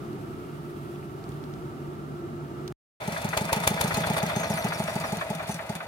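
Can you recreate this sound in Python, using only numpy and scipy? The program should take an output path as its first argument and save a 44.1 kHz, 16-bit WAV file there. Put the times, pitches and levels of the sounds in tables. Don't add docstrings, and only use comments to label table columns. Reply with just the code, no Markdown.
import sys
import numpy as np
from scipy import signal
from scipy.fft import rfft, irfft, next_fast_len
from scipy.io import wavfile
from scipy.ndimage import uniform_filter1d, map_coordinates

SR = 44100
rng = np.random.default_rng(int(sys.argv[2]) if len(sys.argv) > 2 else 0)


def wav_out(sig):
    wavfile.write(sys.argv[1], SR, np.round(np.clip(np.atleast_2d(sig).T, -1, 1) * 32767).astype(np.int16))


N = 258867
CAR_END_S, TRACTOR_START_S, FIRST_EXHAUST_S = 2.724, 3.0, 3.0752

# t/s, f/Hz
ENGINE_SPEED = [(3, 5.743), (3.432, 6.233), (3.541, 6.826), (3.967, 7.8), (4.212, 7.703), (4.842, 6.34),
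                (5.87, 4.361)]
REFERENCE_SPEED_HZ = 6.5
EXHAUST_LAW, INTAKE_LAW, FIRING_LAW = (-20.5, 6.3), (-27.5, 7.7), (-39, 5.3)
EXHAUST_VALVE_LAW, INTAKE_VALVE_LAW, RASP_LAW = (-32, 8.4), (-33, 1.9), (-28, 7)
RATTLE_LAW, JINGLE_LAW = (-33, 12.2), (-50.5, 14)
# f/Hz, level/dB
SILENCER_TONES = [(170, 0.5), (410, -12.5), (850, -8)]
# t/s, knock level/dB, clank level/dB, shove level/dB
HARD_FIRINGS = [(3.3752, -20.5, -27, -27.5), (3.5305, -19, -24.5, -25.5), (3.6762, -15, -28.5, -23),
                (3.8135, -18, -31, -25), (3.9445, -26, -34, -27), (4.0725, -36, -35, -29)]
# t/s, level/dB
VALVE_SLAMS = [(3.331, -27), (5.211, -32)]
# f/Hz, level/dB
VALVE_COLOUR = [(500, 12), (2000, 13), (4500, 6), (6600, 10.5), (7500, 5.5), (9200, 12.5), (11000, 1),
                (12500, 4.5), (16000, 1)]
RASP_COLOUR = [(300, -25), (800, 5.5), (1050, 11), (1300, 11.5), (1850, 8), (2400, 1), (4000, -14),
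               (8000, -43), (16000, -32)]
KNOCK_COLOUR = [(30, -30), (110, -13), (300, 1.5), (450, 5), (800, 12.5), (1500, 0), (2600, 4.5),
                (3700, -0.5), (5200, -4), (6700, -2), (8000, -4), (10000, -0.5), (16000, -9)]
CHURN_COLOUR = [(25, -37), (40, -43), (56, -13.5), (110, 0.5), (180, -1), (270, -5.5), (400, -9), (640, 0),
                (1000, -7), (2400, -12), (3000, -18.5), (5000, -26.5), (9000, -32.5)]
BELT_COLOUR = [(1500, 13), (3500, 5.5), (5000, 6.5), (6600, 2.5), (7500, 3.5), (9500, 7.5), (11000, 0),
               (12500, 3), (16000, -10.5)]
# f/Hz, width/Hz, level/dB
PANEL_MODES = [(480, 70, -13), (625, 110, -2), (800, 74, -7), (930, 43, -4), (1266, 170, -7.5),
               (1760, 55, -17), (2010, 180, -7.5), (2470, 96, -13)]
IRON_MODES = [(1716, 40, -10), (2330, 70, -5), (2550, 88, -7), (3520, 110, 1), (3860, 100, -3),
              (4260, 120, -4), (4700, 120, -7), (5500, 130, -7), (6600, 170, 1), (8650, 250, -6),
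              (10030, 300, -8), (11650, 200, -6)]
BONNET_MODES = [(622, 15, -2.5), (647, 33, -5), (760, 14, -7)]
# share of the cycle, level/dB
BONNET_STROKES = [(0, 0), (.28, -9.5), (0.542, 1), (.76, -5.5)]
# t/s, level/dB
BONNET_LEVEL = [(3, -41.5), (3.6, -47), (4.1, -41.5), (4.6, -41.5), (5.1, -40.5), (5.87, -44.5)]
# t/s, level/dB, f/Hz
CLINKS = [(3.943, -30, 4230), (3.946, -36, 6640), (3.971, -35, 6620), (4.035, -33, 3400),
          (4.065, -35, 4300), (4.2, -38, 3500), (4.295, -35, 3460), (4.342, -37, 3520), (4.445, -39, 4250),
          (4.684, -39, 4710), (4.956, -42, 4720), (5.0, -41, 4720), (5.299, -44, 4730), (5.349, -42, 3560),
          (5.693, -43, 4650), (5.752, -44, 3570)]
# t/s, level/dB
BELT_LEVEL = [(3, -48.5), (3.6, -43.5), (4.0, -40), (4.28, -47.5), (4.8, -48.5), (5.2, -46.5), (5.3, -51.5),
              (5.87, -53.5)]
# t/s, length/s, start f/Hz, end f/Hz, level/dB, overtone level/dB, waver as share of pitch
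BELT_CHIRPS = [(4.161, .016, 9700, 9500, -46, -40, .012), (4.343, .08, 5900, 6550, -47, -14, .018),
               (4.49, .055, 7100, 4950, -49, -4, .022), (4.55, .035, 9500, 10000, -50, -40, .014),
               (4.565, .06, 6150, 5950, -52.5, -2, .012), (4.72, .06, 6700, 4800, -51.5, -6, .025),
               (4.785, .075, 9300, 8900, -51.5, -40, .022), (4.86, .065, 5300, 5750, -54, -14, .02),
               (5.028, .075, 6200, 4750, -53, -3, .016), (5.485, .05, 6050, 6150, -50, -16, .008),
               (5.489, .04, 8850, 9150, -50, -40, .008)]
# f/Hz, likeness (1 or more means the same)
FIELD_ALIKE = [(130, 1.3), (300, 0.6), (640, 0.85), (1400, 0.4), (3000, .5), (15000, -0.16)]
# f/Hz, level/dB
LEFT_BOOST = [(150, 0), (600, 0), (1200, 2), (4000, 2), (8000, 3), (14000, 6)]
# t/s, delay/ms
RIGHT_DELAY = [(3, 0.24), (5.87, 0.12)]

# t/s, rumble level/dB, gravel level/dB, hum level/dB
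RIDE_LEVELS = [(0, -35.5, -65.5, -49.5), (.5, -37, -62, -43.5), (.92, -37.5, -58.5, -40.5),
               (1.1, -37.5, -64, -45.5), (1.3, -37, -62.5, -42.5), (1.8, -36.5, -65, -42.5),
               (2.72, -37, -70, -42)]
# f/Hz, level/dB
RUMBLE_COLOUR = [(25, -34), (42, -25), (58, -6.5), (85, -7.5), (140, 1.5), (180, -3.5), (220, -2),
                 (260, -3.5), (355, 0.5), (410, -4), (490, -15.5), (800, -17), (1040, -20.5), (3000, -72)]
GRAVEL_COLOUR = [(600, -30), (1100, -9), (1600, -10), (1900, -6), (2800, -7), (4000, -13), (7000, -19),
                 (9500, -15), (11300, -19), (12200, -16), (16000, -21)]
# f/Hz, width/Hz, level/dB
CABIN_MODES = [(376, 19, -6), (595, 6.5, -24.5), (686, 49, -10), (768, 26, -14.5), (907, 20, -10.5),
               (1176, 118, -11), (1284, 14, -10.5), (1309, 18, -12), (2767, 22, -24.5)]
# multiple of the firing rate, level/dB
HUM_TONES = [(1, 2), (4.1, -23.5), (8.09, -18), (9.24, -12)]
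# t/s, f/Hz, level/dB
CABIN_DRONE = [(0, 354, -42), (.8, 348, -43), (1.1, 347, -43), (1.5, 362, -45), (2.03, 337, -43),
               (2.25, 349, -39.5), (2.5, 347, -39.5), (2.72, 358, -39.5)]
# t/s, level/dB, f/Hz, width/Hz
TRIM_TICKS = [(.129, -52, 4500, 4000), (.957, -49, 2600, 1400), (1.027, -48, 2150, 400),
              (1.239, -48, 3900, 3500), (1.29, -48, 6500, 7000), (1.319, -49.5, 3600, 3000),
              (1.438, -44.5, 4000, 2000), (1.537, -45.5, 4000, 3000), (2.677, -35.5, 4100, 4500)]
# f/Hz, likeness (1 means the same)
CABIN_ALIKE = [(60, 0.62), (130, 0.89), (300, 0.89), (700, 0.26), (1500, 0.39), (6000, 0.038), (15000, 1)]
# f/Hz, phase/rad
CABIN_LAG = [(60, .1), (150, .25), (430, 0.33), (780, 0.84), (1210, 3.9), (1700, 3.9), (3000, 6.8)]


def tractor():
    sound = gas_flow() + shove() + crack() + fittings()
    sound += ironwork(cylinder() + rattle() + bonnet() + belt())
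    left, right = filtered(sound, lambda hz: amp(np.outer([.5, -.5], along(LEFT_BOOST, hz))))
    delay_ms, = curves(RIGHT_DELAY)
    late = np.arange(N) - delay_ms * SR / 1000
    return np.array([left, map_coordinates(right, [late], order=5)])


def gas_flow():
    t = clock(SR // 3)
    low, *upper = [-amp(db) * sine(hz, t - .0012) for hz, db in SILENCER_TONES]
    puff = arch(t, length=.013) * low + arch(t, length=.02) * sum(upper)
    ring = amp(-14) * swell(t, rise=.012, t60=.18) * sine(210, t)
    boom = swell(t, rise=.0043, t60=.17) * sine(165, t)
    boom += amp(-11) * swell(t, rise=.0022, t60=.037) * sine(108, t)
    exhaust = repeat(stroke(0) + .00207, loudness(EXHAUST_LAW, stroke(0)), puff + ring)
    return exhaust + each_cycle(.275, INTAKE_LAW, boom)


def cylinder():
    t = clock(SR // 3)
    valves = each_cycle(0, EXHAUST_VALVE_LAW, swell(t, rise=.00075, t60=.047))
    valves += each_cycle(.265, INTAKE_VALVE_LAW, swell(t, rise=.0027, t60=.032))
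    rasp = each_cycle(.49, RASP_LAW, swell(t, rise=.006, t60=.1))
    rasp += repeat(*np.transpose(VALVE_SLAMS), swell(t, rise=.002, t60=.06))
    knock, clank = np.zeros((2, N))
    for s, knock_db, clank_db, _ in HARD_FIRINGS:
        age = clock() - s
        peak = np.exp(-np.abs(age / .003) ** 1.5)
        shudder = amp(-17.5) * swell(age + .01, rise=.008, t60=.14)
        knock += amp(knock_db) * (peak + shudder)
        clank += amp(clank_db) * swell(age + .0041, rise=.0044, t60=.13)
    panels = shaped_noise(lambda f: resonances(PANEL_MODES, f), FIELD_ALIKE)
    return (valves * noise(VALVE_COLOUR, FIELD_ALIKE) + rasp * noise(RASP_COLOUR, FIELD_ALIKE)
            + knock * noise(KNOCK_COLOUR, FIELD_ALIKE) + clank * panels)


def shove(jolt_hz=103, lead_s=.0096):
    t = clock(SR // 8)
    swing = arch(t, 1.53 / jolt_hz) ** .5 * sine(jolt_hz, t)
    swing += amp(-27) * swell(t, rise=.03, t60=.17) * sine(85, t)
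    hard, _, _, hard_db = np.transpose(HARD_FIRINGS)
    light = stroke(.741)
    light = light[(light < hard[0] - .05) | (light > hard[-1] + .05)]
    return repeat(hard - lead_s, hard_db, swing) + repeat(light, loudness(FIRING_LAW, light), swing)


def crack(slap_lead_s=.0085, strike_lead_s=.0015):
    out, t = np.zeros((2, N)), clock(SR // 12)

    def thump(db, hz, t60):
        return amp(db) * swell(t, rise=.0015, t60=t60) * sine(hz * rng.normal(1, .06), t)

    for s, knock_db, clank_db, _ in HARD_FIRINGS:
        slap = thump(clank_db + 8, hz=620, t60=.022)
        ring = amp(knock_db - 10.5) * iron_ring(t)
        bark = thump(clank_db + 8.5, hz=900, t60=.04)
        add_at(out, s - slap_lead_s, slap)
        add_at(out, s - strike_lead_s, ring + bark)
    return out


def iron_ring(t, attack_s=.00063):
    ring = 0
    for hz, width, db in IRON_MODES:
        envelope = amp(db + rng.normal(0, 2, (2, 1))) * np.exp(-np.pi * width * t)
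        turns = hz * t + rng.random() + rng.random((2, 1)) / 4
        ring += envelope * np.sin(2 * np.pi * turns)
    return (1 - np.exp(-t / attack_s)) * ring


def ironwork(x, shimmer_db=-7, t60=.076):
    t = clock(SR // 8)
    tail = np.diff(rng.standard_normal((2, len(t))), prepend=0) * amp(-60 * t / t60)
    tail = signal.lfilter([1], [1, -np.exp(-2 * np.pi * 900 / SR)], tail)
    shimmer = signal.oaconvolve(x, tail / np.linalg.norm(tail[0]), axes=1)[:, :N]
    return amp(-1.1) * filtered(x + amp(shimmer_db) * shimmer, lambda f: 1 + resonances(IRON_MODES, f))


def rattle():
    level_db = loudness(RATTLE_LAW, clock())
    hits = random_hits(per_s=420, spread_db=3)
    panels = stereo(hits, lambda f: resonances(PANEL_MODES, f) / (1 + 1j * f / 2800) ** 2, FIELD_ALIKE)
    churn = amp(level_db - 3 + 2.4 * wobble(70)) * noise(CHURN_COLOUR, FIELD_ALIKE)
    return amp(level_db - 5.5) * panels + churn


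def bonnet():
    level_db, = curves(BONNET_LEVEL)
    shake = swell(clock(SR // 3), rise=.005, t60=.15)
    shakes = np.zeros(N)
    for share, db in BONNET_STROKES:
        times = stroke(share)
        shakes += repeat(times, rng.normal(db, 1.2, len(times)), shake)
    centre_hz = BONNET_MODES[1][0]
    response = lambda f: resonances(BONNET_MODES, f) / (1 + ((f - centre_hz) / 170) ** 4)
    ring = shaped_noise(response, FIELD_ALIKE)
    power = np.abs(uniform_filter1d((ring ** 2).mean(0), size=1300))
    ring /= np.sqrt(power + .055)
    return amp(level_db) * unit(shakes) * ring


def fittings():
    hits = random_hits(per_s=110, spread_db=4)
    bounces = [signal.oaconvolve(side, rng.standard_normal(130) * np.hanning(130))[:N] for side in hits]
    jingle = stereo(bounces, lambda f: resonances(IRON_MODES, f) / (1 + (f / 5200) ** 6), FIELD_ALIKE)
    out = amp(loudness(JINGLE_LAW, clock())) * jingle
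    t = clock(SR // 8)
    for s, db, hz in CLINKS:
        drift = np.cumsum(rng.normal(0, .13, (2, len(t))), axis=1)
        add_at(out, s, amp(db) * swell(t, rise=.001, t60=.12) * np.sin(2 * np.pi * hz * t + drift))
    return out


def belt(scrape_s=5.467, overtone_ratio=1.96, tail_db=-5, tail_fall=.16, tail_waver=.075):
    hiss_db, = curves(BELT_LEVEL)
    rubbing = amp(hiss_db) + amp(-38.5) * swell(clock() - scrape_s, rise=.0034, t60=.16)
    chirps = np.zeros(N)
    waver, grip = wobble(1500), amp(4 * wobble(400))
    for s, length, start_hz, end_hz, db, overtone_db, scatter in BELT_CHIRPS:
        t = clock(int(2 * length * SR))
        span = slice(int(s * SR), int(s * SR) + len(t))
        glide_hz = end_hz + (start_hz - end_hz) * np.clip(1 - t / length, 0, 1) ** 1.5
        failing = np.clip(t / length - .8, 0, 1)
        roughness = (scatter + tail_waver * failing ** .5) * waver[span]
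        phase = phase_of(glide_hz * (1 - tail_fall * failing) * (1 + roughness))
        squeal = np.sin(phase) + amp(overtone_db) * np.sin(overtone_ratio * phase)
        envelope = grip[span] * np.maximum(arch(t, length), amp(tail_db) * arch(t, t[-1]))
        chirps[span] += amp(db + 6.5) * envelope * squeal
        rubbing[span] += amp(db - 3) * envelope
    return rubbing * amp(.7 + 3.5 * wobble(90)) * noise(BELT_COLOUR, FIELD_ALIKE) + chirps


def car():
    rumble_db, gravel_db, hum_db = curves(RIDE_LEVELS)
    sound = tyres(rumble_db, gravel_db) + engine_hum(hum_db) + rut() + drone() + trim()
    sides = lambda f: amp([[-.5], [.5]]) * np.exp(1j * np.outer([.5, -.5], along(CABIN_LAG, f)))
    return filtered(sound, sides)


def tyres(rumble_db, gravel_db):
    rumble = amp(rumble_db - 2 + .48 * wobble(14.9)) * noise(RUMBLE_COLOUR, CABIN_ALIKE)
    boom = shaped_noise(lambda f: resonances(CABIN_MODES, f), CABIN_ALIKE)
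    boom *= amp(rumble_db - 11.5 + .48 * wobble(6.34))
    gravel = amp(gravel_db + 1.4 + 1.6 * wobble(40)) * noise(GRAVEL_COLOUR, CABIN_ALIKE)
    return rumble + boom + gravel


def engine_hum(level_db, firing_hz=145.8, wander_db=1.8):
    phase = phase_of(firing_hz * (1 + .007 * wobble(7)))
    return sum(amp(level_db + db + wander_db * wobble(8.97)) * np.sin(k * phase) for k, db in HUM_TONES)


def rut(at_s=1.291, hz=125):
    t = clock() - at_s
    return amp(-27) * swell(t, rise=.0048, t60=.04) * sine(hz, t)


def drone():
    hz, db = curves(CABIN_DRONE)
    phase = phase_of(hz * (1 + .012 * wobble(22)))
    return amp(db + 1.8 * wobble(12)) * np.sin(phase)


def trim():
    out = np.zeros((2, N))
    for s, db, hz, width in TRIM_TICKS:
        ring = shaped_noise(lambda f: resonances([(hz, width, 0)], f) ** 2, CABIN_ALIKE)
        out += amp(db) * swell(clock() - s, rise=.0015, t60=.016) * ring
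    return out


def stroke(share):
    speed, = curves(ENGINE_SPEED)
    cycles = np.cumsum(speed) / SR
    cycles -= np.interp(FIRST_EXHAUST_S, clock(), cycles)
    return np.interp(np.arange(share, cycles[-1], 1), cycles, clock())


def loudness(law, times):
    db, db_per_doubling = law
    speed = np.interp(times, *np.transpose(ENGINE_SPEED))
    return db + db_per_doubling * np.log2(speed / REFERENCE_SPEED_HZ)


def each_cycle(share, law, shape):
    times = stroke(share)
    return repeat(times, loudness(law, times), shape)


def repeat(times, dbs, shape):
    blows = np.bincount(np.round(times * SR).astype(int), amp(dbs), N)[:N]
    return signal.oaconvolve(blows, shape)[:N]


def add_at(out, s, sound):
    start = int(s * SR)
    out[:, start:start + sound.shape[-1]] += sound[..., :N - start]


def random_hits(per_s, spread_db):
    hits = (rng.random(N) < per_s / SR) * amp(spread_db * rng.standard_normal(N))
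    return hits * rng.choice([-1, 1], (2, N))


def noise(colour, alike):
    return shaped_noise(lambda hz: amp(along(colour, hz)), alike)


def shaped_noise(response, alike):
    return stereo(rng.standard_normal((2, N)), response, alike)


def stereo(x, response, alike):
    angle = lambda hz: np.arccos(np.clip(along(alike, hz), -1, 1)) / 2
    mid, side = filtered(x, lambda hz: response(hz) * np.array([np.cos(angle(hz)), np.sin(angle(hz))]))
    return unit(np.array([mid + side, mid - side]))


def resonances(modes, f):
    return sum(amp(db) * 1j * f * width / (hz * hz - f * f + 1j * f * width) for hz, width, db in modes)


def filtered(x, response):
    size = next_fast_len(N + SR // 2)
    return irfft(rfft(x, size) * response(np.fft.rfftfreq(size, 1 / SR)), size)[..., :N]


def swell(t, rise, t60):
    return np.clip(t / rise, 0, 1) ** 2 * amp(-60 * np.maximum(t - rise, 0) / t60)


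def arch(t, length):
    return np.sin(np.pi * np.clip(t / length, 0, 1))


def wobble(rate):
    return map_coordinates(rng.standard_normal(int(N * rate / SR) + 4), [clock() * rate])


def curves(rows):
    times, *columns = np.transpose(rows)
    return [np.interp(clock(), times, column) for column in columns]


def along(points, hz):
    f, values = np.transpose(points)
    return np.interp(np.log(hz + 1), np.log(f + 1), values)


def sine(hz, t):
    return np.sin(2 * np.pi * hz * t)


def phase_of(hz):
    return 2 * np.pi * np.cumsum(hz) / SR


def amp(db):
    return 10 ** (np.asarray(db) / 20)


def unit(x):
    return x / np.sqrt(np.mean(x ** 2) + 1e-20)


def clock(samples=N):
    return np.arange(samples) / SR


def scene():
    t = clock()
    fade_in = np.clip((t - TRACTOR_START_S) / .0045, 0, 1)
    return car() * (t < CAR_END_S) + tractor() * fade_in


def record(dry, bottom_hz=42, top_hz=15950):
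    thinned = signal.sosfilt(signal.butter(3, bottom_hz, "highpass", fs=SR, output="sos"), dry)
    return filtered(thinned, lambda hz: np.clip((top_hz - hz) / 200 + .5, 0, 1))


dry = scene()
out = record(dry)
wav_out(out)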